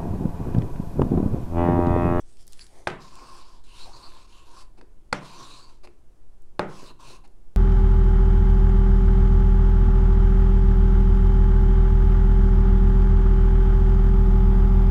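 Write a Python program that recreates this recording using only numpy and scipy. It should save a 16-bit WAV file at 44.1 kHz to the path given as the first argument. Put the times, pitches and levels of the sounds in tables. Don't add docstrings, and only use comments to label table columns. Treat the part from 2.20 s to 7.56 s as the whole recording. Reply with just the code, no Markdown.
import sys
import numpy as np
from scipy import signal
from scipy.fft import rfft, irfft
from scipy.io import wavfile

SR = 44100
rng = np.random.default_rng(int(sys.argv[2]) if len(sys.argv) > 2 else 0)


def log_audio(samples):
    frames = np.atleast_2d(samples).T
    limited = np.clip(frames, -1, 1)
    pcm = np.round(limited * 32767).astype(np.int16)
    wavfile.write(sys.argv[1], SR, pcm)


N = 236442
TIME = np.arange(N) / SR


def from_db(db):
    return 10 ** (np.asarray(db) / 20)


def rms_one(x):
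    return x / np.sqrt(np.mean(x ** 2) + 1e-20)


def at_hz(points, hz):
    known_hz, values = np.transpose(points)
    return np.interp(np.log(np.maximum(hz, 1)), np.log(known_hz), values)


def butter(x, hz, kind, order=2):
    sections = signal.butter(order, np.minimum(hz, SR / 2 - 100), kind, fs=SR, output="sos")
    return signal.sosfilt(sections, x + 1e-18)


def colour(x, spectrum):
    gains = from_db(at_hz(spectrum, np.arange(N // 2 + 1) * SR / N))
    return rms_one(irfft(rfft(x) * gains, N))


def drift(rate_hz):
    return rms_one(butter(rng.standard_normal(N + SR), rate_hz, "low")[SR:])


def resonance(x, hz, width_hz):
    r = np.exp(-np.pi * width_hz / SR)
    feedback = [1, -2 * r * np.cos(2 * np.pi * hz / SR), r * r]
    return signal.lfilter(np.array([1, 0, -1]) * (1 - r * r) / 2, feedback, x)


def gliding_band(centre_hz, width_hz):
    a, b = butter(rng.standard_normal((2, len(centre_hz))), width_hz / 2, "low")
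    phase = 2 * np.pi * np.cumsum(centre_hz) / SR
    return rms_one(a * np.cos(phase) + b * np.sin(phase))


def fibres(per_s, spread_db):
    return (rng.random(N) < per_s / SR) * rng.standard_normal(N) * from_db(spread_db * drift(250))


def shifting(x, spread_db, rate_hz):
    spectrum, hz = rfft(x), np.arange(N // 2 + 1) * SR / N
    centres = np.linspace(0, 16000, 25)
    shares = (np.maximum(1 - np.abs(hz - centre) / centres[1], 0) for centre in centres)
    bands = (irfft(spectrum * share, N) for share in shares)
    return rms_one(sum(band * from_db(spread_db * drift(rate_hz)) for band in bands))


def swell(length_s):
    return np.sqrt(np.hanning(int(length_s * SR)))


def humps(rows):
    return sum(from_db(db) * np.exp(-(2 * (TIME - s) / length) ** 2) for s, length, db in rows)


def add(out, s, sound):
    start = int(round(s * SR))
    out[start:start + len(sound)] += sound[:N - start]


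def background(air_db=-50.5, draught_db=-39.5, draught_hz=6.5):
    # pitch_hz, level_db
    hum_tones = [(60, -68.5), (120, -70)]
    # pitch_hz, level_db
    air_spectrum = [(10, 5.5), (34, 3.5), (50, -8), (85, -13.5), (160, -26.5), (200, -16), (260, -25),
                    (340, -17.5), (500, -27), (800, -30), (2000, -42.5), (4000, -46), (9500, -46),
                    (15700, -59.5)]
    hum = sum(np.sqrt(2) * from_db(db) * np.sin(2 * np.pi * hz * TIME) for hz, db in hum_tones)
    draught = from_db(draught_db) * rms_one(butter(drift(draught_hz), 20, "low"))
    return from_db(air_db) * colour(rng.standard_normal(N), air_spectrum) + hum + draught


def room(x, delay_s=0.0046):
    # (here and below, the time to fall by 60 dB)
    decay_times = [(150, 0.6), (500, .36), (1200, .34), (2500, 0.41), (5000, 0.14), (10000, 0.35)]
    t = TIME[:SR * 3 // 4]
    edges_hz = np.geomspace(90, 16000, 9)
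    echoes = np.zeros(len(t))
    for low, high in zip(edges_hz, edges_hz[1:]):
        band = butter(rng.standard_normal(len(t)), [low, high], "band")
        echoes += band * from_db(-60 * t / at_hz(decay_times, np.sqrt(low * high)))
    echoes *= t > delay_s
    return signal.fftconvolve(x, echoes / np.sqrt(np.sum(echoes ** 2)))[:N]


def holding_hand(pitch_hz=620, width_hz=550):
    # middle_s, length_s, level_db
    slides = [(0.58, 0.15, -56.5)]
    return humps(slides) * gliding_band(np.full(N, pitch_hz), width_hz)


def grip(gain_db=1.5):
    # middle_s, length_s, level_db
    rubs = [(0.0, 0.037, -61), (0.11, 0.14, -66), (0.215, 0.056, -62), (0.325, 0.12, -64.5),
            (0.42, 0.077, -55.5), (0.575, 0.19, -62)]
    # pitch_hz, level_db
    skin_spectrum = [(1200, -17), (3400, -11.5), (5000, -9), (6800, -10), (8700, -9.5), (10200, -10),
                     (11300, -23.5), (15700, -37.5)]
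    rustle = colour(fibres(per_s=13000, spread_db=1.0), skin_spectrum)
    return from_db(gain_db) * humps(rubs) * shifting(rustle, spread_db=4.0, rate_hz=3.5)


def ticks(gain_db=-2.5, decay_s=0.01, width_share=0.95):
    # start_s, level_db, pitch_hz
    clicks = [(0.170, -47, 4500), (0.194, -52, 3500), (0.269, -47, 10500), (0.2785, -38.5, 6900),
              (0.3235, -41, 6840), (0.3320, -36, 5700), (0.3936, -36.5, 3280), (0.467, -42, 4800),
              (0.7014, -28.5, 2000), (0.955, -41, 5660), (1.44, -51, 4500), (1.92, -42, 1000),
              (4.221, -55.5, 9450), (5.077, -53, 6900)]
    out, t = np.zeros(N), TIME[:SR // 8]
    for s, db, hz in clicks:
        width_hz = width_share * hz
        burst = resonance(rng.standard_normal(len(t)), hz, width_hz)
        burst = rms_one(butter(burst, hz + width_hz, "low"))
        add(out, s, burst * from_db(gain_db + db - 60 * t / decay_s))
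    return out


def squeaks(base_width_hz=120, width_share=0.1):
    # start_s, length_s, start_hz, end_hz, level_db
    whistles = [(0.403, 0.026, 4900, 4380, -45.5), (1.453, 0.16, 2650, 3050, -59.5),
                (1.589, 0.086, 4050, 4260, -49), (1.651, 0.045, 929, 580, -51),
                (1.677, 0.055, 662, 958, -53), (1.711, 0.1, 4300, 4530, -53.5),
                (1.82, 0.072, 4400, 4500, -49.5), (2.086, 0.18, 2955, 2760, -62.5),
                (2.936, 0.062, 5950, 5550, -57), (3.148, 0.11, 6040, 5760, -54),
                (3.185, 0.33, 3480, 4705, -54.5), (4.563, .08, 6660, 6640, -64),
                (4.656, 0.066, 3850, 4150, -55), (4.553, .08, 2620, 2620, -61),
                (4.672, .05, 2900, 2780, -59), (4.791, .022, 928, 1004, -55), (4.80, 0.19, 2650, 2600, -60),
                (4.83, .13, 4200, 4050, -58)]
    out = np.zeros(N)
    for s, length, start_hz, end_hz, db in whistles:
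        shape = swell(length)
        pitch_hz = np.linspace(start_hz, end_hz, len(shape))
        width_hz = base_width_hz + width_share * start_hz
        add(out, s, from_db(db) * shape * gliding_band(pitch_hz, width_hz))
    return out


def lifts(peel_s=0.034, let_go_s=0.0345, smack_decay_s=0.02, smack_top_hz=4500, pop_hz=362, pop_s=0.09):
    # time_s, peel_db, smack_db, pop_db
    lift_offs = [(2.578, -57, -42, -53), (3.639, -48.5, -43, -55), (5.043, -55.5, -64.5, -64)]
    # pitch_hz, level_db
    wet_spectrum = [(200, -15.5), (500, -7.5), (850, 3), (1300, -10.5), (1900, -15.5), (2600, -8.5),
                    (3200, -23.5), (4400, -10), (6000, -22.5), (10000, -24), (15700, -50)]
    peel_level, smack_level, pop_level = np.zeros((3, N))
    t = TIME[:SR // 4]
    for s, peel_db, smack_db, pop_db in lift_offs:
        add(peel_level, s - peel_s / 4, from_db(peel_db) * swell(peel_s))
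        add(smack_level, s + let_go_s, from_db(smack_db - 60 * t / smack_decay_s))
        add(pop_level, s - peel_s / 4, from_db(pop_db) * swell(pop_s))
    wet = colour(rng.standard_normal(N), wet_spectrum)
    smacks = butter(smack_level * wet, smack_top_hz, "low", order=1)
    pops = pop_level * gliding_band(np.full(N, pop_hz), width_hz=190)
    return peel_level * wet + smacks + pops


def table_drumming(level):
    # middle_s, length_s, level_db
    judders = [(1.03, 0.039, -57), (1.68, .05, -59.5), (3.21, 0.056, -55.5), (4.638, 0.028, -48),
               (4.9, 0.074, -52)]
    # pitch_hz, level_db
    table_spectrum = [(70, -26.5), (130, 4.5), (200, -6.5), (300, 2), (450, -4), (620, -6.5), (850, -11),
                      (1400, -14.5), (3000, -38)]
    return (level + humps(judders)) * colour(fibres(per_s=3000, spread_db=1.5), table_spectrum)


def paper_hiss():
    # pitch_hz, level_db
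    paper_spectrum = [(900, -15), (1400, -4), (1950, -10.5), (2250, -3), (2600, 0.5), (3300, -4), (4200, 0),
                      (5700, -4), (7500, -5.5), (10000, -9.5), (12000, -19.5), (15700, -34)]
    hiss = colour(fibres(per_s=14000, spread_db=-0.6), paper_spectrum)
    return shifting(hiss, spread_db=2.6, rate_hz=5)


def tip_ring(harder_db, pitch_hz=1051, hz_per_db=4, wander_hz=32, width_hz=155, halo_db=-7.0):
    ring_hz = pitch_hz + hz_per_db * harder_db + wander_hz * drift(9.2)
    return gliding_band(ring_hz, width_hz) + from_db(halo_db) * gliding_band(ring_hz, 5 * width_hz)


def strokes(hiss_db=7.5, tip_db=-0.5, fade_s=0.011, tremble_db=0.73):
    # time_s, speed_db, pressure_db (both as sound levels)
    hand_moves = [
        [(0.79, -81, -52.5), (0.812, -64, -52.5), (0.912, -68, -59), (0.99, -65.5, -48.5), (1.016, -67.5, -51),
         (1.174, -63, -51), (1.244, -70.5, -60), (1.358, -71.5, -60.5), (1.42, -84, -70)],
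        [(1.44, -73, -75), (1.604, -59, -55), (1.708, -67, -61), (1.738, -66.5, -50.5), (1.812, -65.5, -55),
         (1.872, -67.5, -47.5), (1.898, -66, -60.5), (1.96, -66.5, -54.5), (2.06, -72.5, -65)],
        [(2.08, -73.5, -65.5), (2.124, -69, -65), (2.196, -69.5, -60), (2.246, -71.5, -63.5),
         (2.368, -66.5, -53), (2.392, -62, -55), (2.424, -65.5, -55.5), (2.474, -92, -72.5), (2.48, -96, -72)],
        [(3.01, -73, -52), (3.05, -62.5, -51), (3.17, -62, -53.5), (3.228, -60, -48), (3.378, -64, -58),
         (3.396, -63.5, -55), (3.47, -74.5, -64), (3.496, -70.5, -57.5), (3.6, -87.5, -82)],
        [(4.48, -77, -50.5), (4.498, -67, -55.5), (4.6, -61, -52.5), (4.646, -64, -58.5), (4.66, -61, -52.5),
         (4.676, -61.5, -55.5), (4.716, -75, -53), (4.736, -85, -71), (4.76, -88, -71.5)],
        [(4.797, -68, -54), (4.805, -63, -54.5), (4.819, -66, -53), (4.893, -62, -58), (4.951, -64.5, -53.5),
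         (4.965, -68, -57.5), (5.02, -94, -72)],
    ]
    # rasp_db, drum_db, rasp_hz
    tilts = [(-59, -60, 4900), (-61, -59, 4200), (-64, -61.5, 4200), (-60, -58, 4300), (-71, -53, 4400),
             (-64, -61, 4100)]
    usual_speed_db, usual_pressure_db = -63, -52
    rasp_follows, drum_follows = 1.03, 0.77
    times, speeds, pressures = np.vstack(hand_moves).T
    speed_db, pressure_db = np.interp(TIME, times, speeds), np.interp(TIME, times, pressures)
    faster_db, harder_db = speed_db - usual_speed_db, pressure_db - usual_pressure_db
    hiss_level, tip_level, drum_level, rasp = np.zeros((4, N))
    for move, (rasp_db, drum_db, rasp_hz) in zip(hand_moves, tilts):
        start_s, end_s = move[0][0], move[-1][0]
        contact = np.clip(np.minimum(TIME - start_s, end_s - TIME) / fade_s + 1, 0, 1)
        hiss_level += contact * from_db(hiss_db + speed_db)
        tip_level += contact * from_db(tip_db + pressure_db)
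        drum_level += contact * from_db(drum_db + drum_follows * harder_db)
        rasp_level = contact * from_db(rasp_db + rasp_follows * faster_db)
        rasp += rasp_level * gliding_band(np.full(N, rasp_hz), width_hz=1100)
    sound = table_drumming(drum_level) + hiss_level * paper_hiss() + tip_level * tip_ring(harder_db)
    return (sound + rasp) * from_db(tremble_db * drift(38))


def knock_echo(crack, edge_hz, treble_db):
    echo = butter(room(crack), 120, "high")
    echo = butter(echo, 8500, "low", order=3)
    dull, bright = butter(echo, edge_hz, "low", order=3), butter(echo, edge_hz, "high", order=3)
    return dull + from_db(treble_db) * bright


def knocks(rise_s=0.00024, crack_s=0.00076, smack_decay_s=0.0093, click_db=11.0, ring_share_db=-5.5):
    # start_s, ring_db, echo_db, edge_hz, treble_db, smack_delay_s, smack_db
    blows = [(0.6713, 2, -1, 2380, -10, .0035, -24.5), (2.9272, 3.5, -3, 2600, -7.5, 0.0027, -20.5),
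             (4.3934, -1, 1.5, 1710, -19, 0.00099, -28)]
    # pitch_hz, decay_s, first_knock_db, second_knock_db, third_knock_db
    tones = [(89, 0.043, -29, -57.5, -26), (135.2, 0.65, -44, -45.5, -43.5), (157, 0.75, -47, -45.5, -37.5),
             (194.3, 0.45, -41.5, -39, -30), (276, 0.32, -54, -44, -51.5), (363, 0.35, -36.5, -45.5, -26.5),
             (423, .25, -41, -50.5, -29), (595, .25, -56, -39, -28), (189, 0.01, -31, -17, -18),
             (435, .02, -22.5, -30.5, -10), (518, 0.035, -22.5, -22.5, -13.5),
             (611, 0.018, -15.5, -35, -15.5), (847, .018, -17, -16.5, -12), (1170, 0.011, -17.5, -17, -11),
             (1400, 0.022, -23, -16, -25), (1592, 0.021, -18, -24, -19), (2055, .016, -24.5, -19, -39),
             (2474, 0.018, -23, -28, -26.5), (3560, 0.015, -28, -39, -27), (4460, 0.0093, -47.5, -19, -21),
             (6900, 0.0099, -59, -37, -58), (9000, 0.0095, -34, -34.5, -35)]
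    out, t = np.zeros(N), TIME[:SR // 2]
    click = from_db(click_db) * butter(1.0 * (t == 0), 1300, "low", order=1)
    for blow, (s, ring_db, echo_db, edge_hz, treble_db, delay_s, smack_db) in enumerate(blows):
        ring = sum((-1) ** tone * from_db(db[blow] - 60 * t / decay_s) * np.sin(2 * np.pi * hz * t)
                   for tone, (hz, decay_s, *db) in enumerate(tones))
        ring *= 1 - np.exp(-t / rise_s)
        add(out, s, from_db(ring_db) * ring)
        smack = rms_one(butter(rng.standard_normal(len(t)), [400, 5500], "band"))
        smack *= from_db(smack_db - 60 * t / smack_decay_s)
        add(out, s + delay_s, butter(smack, 12500, "low", order=4))
        crack = np.zeros(N)
        add(crack, s, click)
        add(crack, s + delay_s, from_db(ring_share_db) * ring * np.exp(-t / crack_s))
        out += from_db(echo_db) * knock_echo(crack, edge_hz, treble_db)
    return out


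def scene(room_db=-11.5):
    quiet_sounds = strokes() + grip() + holding_hand() + ticks() + squeaks() + lifts()
    return (knocks() + quiet_sounds + from_db(room_db) * room(quiet_sounds) + background())[None]


def record(dry, cutoff_hz=15800):
    return signal.sosfilt(signal.ellip(10, .1, 70, cutoff_hz, fs=SR, output="sos"), dry)


dry = scene()
out = record(dry)
log_audio(out)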